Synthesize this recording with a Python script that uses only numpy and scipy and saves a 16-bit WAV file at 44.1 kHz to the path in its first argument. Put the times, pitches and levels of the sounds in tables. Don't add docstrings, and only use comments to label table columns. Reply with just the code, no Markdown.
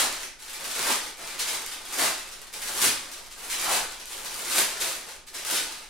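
import sys
import numpy as np
from scipy import signal
from scipy.fft import rfft, irfft
from scipy.io import wavfile
from scipy.ndimage import uniform_filter1d

SR = 44100
rng = np.random.default_rng(int(sys.argv[2]) if len(sys.argv) > 2 else 0)


def unload_wav(signal):
    wavfile.write(
        sys.argv[1],
        SR,
        np.round(np.clip(np.atleast_2d(signal).T, -1, 1) * 32767).astype(np.int16),
    )


N = 260013
LEAD = SR // 5
TIME = np.arange(-LEAD, N) / SR
SPAN = len(TIME)

# freq_hz, level_db
CREASE_SPECTRUM = [(150, -28.5), (700, -15.5), (1400, -4.5), (2200, -1), (4500, 0), (6500, -1.5),
                   (9500, -0.5), (12500, -6.5), (16000, -14)]


def gain_of(db):
    return np.exp(np.asarray(db) * (np.log(10) / 20))


def unit_rms(x):
    return x / np.sqrt(np.mean(x ** 2) + 1e-20)


def curve_at(points, hz):
    freq_hz, value = np.transpose(points)
    return np.interp(np.log(hz + 1), np.log(freq_hz + 1), value)


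def add(mix, start_s, sound):
    part = mix[LEAD + round(start_s * SR):][:len(sound)]
    part += sound[:len(part)]


def tint(x, spectrum, size=4096):
    log_gain = np.log(gain_of(curve_at(spectrum, abs(np.fft.fftfreq(size, 1 / SR)))))
    taps = np.fft.ifft(np.exp(np.conj(signal.hilbert(log_gain)))).real[:size // 2]
    return signal.oaconvolve(x, taps / np.linalg.norm(taps))[:SPAN]


def crackle(per_s, spread_db, limit=4.8):
    chance = np.clip(per_s / SR, 1e-5, 1)
    strength = unit_rms(gain_of(spread_db * np.minimum(rng.exponential(1, SPAN), limit)))
    return strength * rng.choice([-1, 1], SPAN) * (rng.random(SPAN) < chance) / np.sqrt(chance)


def flicker(depth_db, per_s):
    steps = np.arange(SPAN)
    return unit_rms(gain_of(depth_db * np.interp(steps * per_s / SR, steps, rng.standard_normal(SPAN))))


def pull_phases(grip_rise_s=0.012, swell_s=0.057, release_s=0.031, stop_s=0.032, settle_db_per_s=26):
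    # grip_s, tug_s, rest_s, hold_s, grip_db, taut_db, tug_db, slack_db,
    # tense_treble_db, tug_treble_db, tug_flutter_db
    pulls = [(-0.2, -0.031, 0.238, 0.019, -46, -22.5, -24.5, -35.3, 1.5, -1, -10),
             (0.375, 0.853, 1.083, 0.065, -48, -31, -29.5, -35.5, 0.2, 0.5, -5.5),
             (1.166, 1.471, 1.93, 0.1, -37, -42, -36.5, -37.5, -1.5, 2.5, -6.5),
             (1.862, 2.009, 2.48, 0.043, -42.5, -36, -25, -39, 1, 1.5, -5.5),
             (2.518, 2.839, 3.33, .016, -40.5, -35, -23, -38, 3.2, 2.7, -10),
             (3.355, 3.708, 4.02, 0.047, -43, -29, -28.5, -38, 2.5, -2.5, -9.5),
             (4.074, 4.556, 4.808, .04, -41.5, -35.5, -26.5, -35, 2.5, 3.2, -6),
             (4.789, 4.851, 5.15, 0.05, -32.5, -37, -33, -40, 3, 3, -8),
             (5.323, 5.515, 5.823, 0.05, -40.5, -40.5, -27.5, -38.5, -3, 1.5, -9.5)]
    for (grip_s, tug_s, rest_s, hold_s, grip_db, taut_db, tug_db, slack_db,
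         tense_treble_db, tug_treble_db, tug_flutter_db) in pulls:
        before_s, after_s = np.maximum(tug_s - TIME, 0), np.maximum(TIME - tug_s - hold_s, 0)
        gripped = 1 - np.exp(-np.maximum(TIME - grip_s, 0) / grip_rise_s)
        held = np.exp(-after_s / release_s)
        moving = np.exp(-np.maximum(TIME - rest_s, 0) / stop_s)
        tension = gain_of(np.interp(TIME, [grip_s, tug_s], [grip_db, taut_db]))
        yield gripped * held * tension, tense_treble_db, -6
        yield np.exp(-before_s / swell_s) * held * gain_of(tug_db), tug_treble_db, tug_flutter_db
        yield (1 - held) * moving * gain_of(slack_db - settle_db_per_s * after_s), -1.2, -6.5


def pull_levels_db():
    power = sum((gain_of([[0], [treble_db], [flutter_db]]) * envelope) ** 2
                for envelope, treble_db, flutter_db in pull_phases())
    return 10 * np.log10(power + 1e-12)


def pull_rustle(slide_db=-3, flutter_db=-0.15, creases_per_s=1500, crowding=0.7, treble_hz=8000):
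    # freq_hz, level_db
    film_spectrum = [(150, -32), (700, -12), (1400, -0.5), (2200, -0.5), (4500, -2.5), (6500, -3),
                     (9500, -3), (12500, -7.5), (16000, -16)]
    # freq_hz, level_db
    sheet_spectrum = [(30, -20), (70, -19), (150, -14), (260, -4), (400, -3), (850, 0), (1400, -2.5),
                      (2200, -7), (5000, -32.5)]
    level_db, treble_db, sheet_db = pull_levels_db()
    snaps = crackle(creases_per_s * gain_of(crowding * (level_db + 30)), spread_db=5.0, limit=3.93)
    slide = gain_of(slide_db) * tint(rng.standard_normal(SPAN), film_spectrum)
    crinkle = tint(snaps, CREASE_SPECTRUM) + slide
    treble = signal.sosfiltfilt(signal.butter(2, treble_hz, "high", fs=SR, output="sos"), crinkle)
    lift_db = treble_db - level_db + 0.11 * (level_db + 39.5)
    crinkle += (gain_of(lift_db) - 1) * treble
    flutter = gain_of(sheet_db + flutter_db) * tint(crackle(per_s=2500, spread_db=3.5), sheet_spectrum)
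    return flicker(depth_db=3.0, per_s=140) * (gain_of(level_db) * crinkle + flutter)


def grab_crunches(gain_db=3, rise_s=0.0037, decay_s=0.017):
    # start_s, level_db
    grabs = [(0.119, -32), (0.387, -40), (0.475, -36), (0.502, -41), (0.529, -30.5), (0.639, -30),
             (0.745, -25.5), (0.868, -23.5), (1.39, -19.5), (1.471, -22), (1.661, -32), (1.712, -30),
             (1.853, -35.5), (1.92, -40), (2.311, -35.5), (2.532, -31), (2.807, -16.5), (2.855, -20),
             (3.113, -33.5), (3.31, -37), (3.496, -23), (3.518, -24), (3.59, -28), (3.715, -24),
             (4.062, -34), (4.112, -30.5), (4.251, -32), (4.511, -23.5), (4.802, -22), (5.265, -37),
             (5.338, -28), (5.46, -27), (5.565, -22)]
    power, t = np.zeros(SPAN), np.arange(SR // 4) / SR
    for start_s, level_db in grabs:
        envelope = gain_of(level_db) * (1 - np.exp(-t / rise_s)) * np.exp(-t / decay_s)
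        add(power, start_s, envelope ** 2)
    return gain_of(gain_db) * tint(np.sqrt(power) * crackle(per_s=4000, spread_db=2.5), CREASE_SPECTRUM)


def crease_pops(loud_gain_db=1.0, small_db=-53.5, small_per_s=110, follow=0.79):
    # start_s, level_db
    loud_pops = [(0.127, -12.5), (0.534, -15), (0.662, -18), (1.398, -18), (1.619, -19), (1.664, -11.5),
                 (1.854, -21), (2.341, -29), (2.417, -20), (2.752, -13), (2.8586, -2), (3.116, -21),
                 (4.057, -16.5), (5.344, -27)]
    # freq_hz, level_db
    pop_spectrum = [(200, -43), (1500, -2), (5000, -2.5), (8500, 3.5), (12500, 0.5), (16000, -17)]
    pull_db = pull_levels_db()[0]
    envelope = gain_of(small_db + follow * (pull_db - np.median(pull_db)))
    pops = envelope * crackle(small_per_s, spread_db=5.0, limit=2.4)
    for start_s, level_db in loud_pops:
        add(pops, start_s, gain_of([level_db + loud_gain_db]))
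    return tint(pops, pop_spectrum)


def sheet_flaps(width_oct=0.46, size=8192):
    # start_s, level_db, pitch_hz, decay_s
    jerks = [(.018, -25.5, 850, 0.011), (2.002, -38, 1400, 0.01), (2.025, -52, 325, 0.025),
             (2.817, -31, 295, 0.013), (2.860, -31, 240, 0.011), (2.867, -49, 54.7, 0.012),
             (3.658, -26.5, 1350, 0.015), (3.68, -23, 1040, .008), (3.702, -20, 650, 0.0072),
             (3.722, -26, 910, 0.0033), (4.802, -37, 440, 0.019), (5.342, -47, 501.5, 0.036),
             (5.525, -38, 313, 0.033)]
    flaps = np.zeros(SPAN)
    hz, t = np.fft.rfftfreq(size, 1 / SR) + 1, np.arange(size) / SR
    for start_s, level_db, pitch_hz, decay_s in jerks:
        band = np.exp(-0.5 * (np.log2(hz / pitch_hz) / width_oct) ** 2)
        noise = unit_rms(irfft(band * np.exp(2j * np.pi * rng.random(len(hz)))))
        add(flaps, start_s, gain_of(level_db) * noise * np.exp(-t / decay_s))
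    return flaps


def room_tail(size, rise_s=0.0018):
    # freq_hz, t60_s
    decay_times = [(100, 0.36), (400, 0.43), (1500, .49), (4000, 0.5), (8000, 0.42), (16000, 0.29)]
    # freq_hz, correlation
    correlations = [(50, 0.49), (300, 0.52), (2000, 0.57), (5200, 0.52), (7500, 0.056), (9500, -0.01),
                    (11500, -0.2), (16000, -0.34)]
    hz, t, (left, spare) = signal.stft(rng.standard_normal((2, size)), SR, nperseg=256)
    alike = curve_at(correlations, hz)[:, None]
    right = alike * left + np.sqrt(1 - alike ** 2) * spare
    decay = gain_of(-60 * t / curve_at(decay_times, hz)[:, None])
    tail = signal.istft(np.array([left, right]) * decay, SR, nperseg=256)[1][:, :size]
    tail *= 1 - np.exp(-np.arange(size) / SR / rise_s)
    return tail / np.linalg.norm(tail[0])


def room_response(direct_db=-8, early_db=-9, early_span_s=0.016, skew_s=0.00015, echoes=8, size=32768):
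    # freq_hz, width_hz, lift_db
    modes = [(91.5, 12.5, 7.5), (255, 14, 2.5), (380, 44, 4), (542, 20, 3), (742, 7.7, 0.5), (887, 31, 5),
             (1225, 30, 3.5), (1590, 19, 0.5)]
    hz, channels = np.fft.rfftfreq(size, 1 / SR), np.array([[-0.5], [0.5]])
    path = rfft(room_tail(size)) + gain_of(direct_db)
    for lateness, side in rng.random((echoes, 2)):
        delay_s = 0.002 + early_span_s * lateness + channels * skew_s * (2 * side - 1)
        path += gain_of(early_db) / np.sqrt(echoes) * np.exp(-2j * np.pi * hz * delay_s)
    modes_db = sum(lift_db / (1 + (2 * (hz - freq_hz) / width_hz) ** 2)
                   for freq_hz, width_hz, lift_db in modes)
    return irfft(path * gain_of(modes_db))


def room(x, gain_db=-1.5, hops_per_s=120, spots=10, fade_samples=200):
    hops = np.cumsum(rng.random(SPAN) < hops_per_s / SR)
    spot = rng.integers(0, spots, SPAN)[hops]
    shares = np.array([uniform_filter1d((spot == k) * 1.0, fade_samples) for k in range(spots)])
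    shares /= np.linalg.norm(shares, axis=0)
    arrivals = (signal.oaconvolve((x * share)[None], room_response(), axes=1) for share in shares)
    return gain_of(gain_db) * sum(arrivals)[:, :SPAN]


def house_noise(level_db=-55.0, width=0.52, rumble_hz=110):
    # freq_hz, level_db
    house_spectrum = [(5, -1), (16, 7), (37, -5), (75, -17), (95, -15), (120, -18), (400, -19.5),
                      (1500, -30), (6000, -62), (16000, -68)]
    mid, side = (tint(rng.standard_normal(SPAN), house_spectrum, size=16384) for _ in range(2))
    air = np.array([mid + width * side, mid - width * side])
    rumble = signal.sosfiltfilt(signal.butter(2, rumble_hz, fs=SR, output="sos"), air)
    return gain_of(level_db) * (air + (flicker(depth_db=0.6, per_s=3.8) - 1) * rumble)


def scene(near_db=-4, balance_db=0.08):
    pops = crease_pops()
    wrap = room(pull_rustle() + grab_crunches() + sheet_flaps() + pops) + gain_of(near_db) * pops
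    return (wrap * gain_of([[balance_db], [-balance_db]]) + house_noise())[:, LEAD:]


def record(dry):
    cutoff_hz = 15900
    taps = signal.firwin(511, cutoff_hz, window=("kaiser", 9), fs=SR)
    return signal.oaconvolve(dry, taps[None], "same")


dry = scene()
out = record(dry)
unload_wav(out)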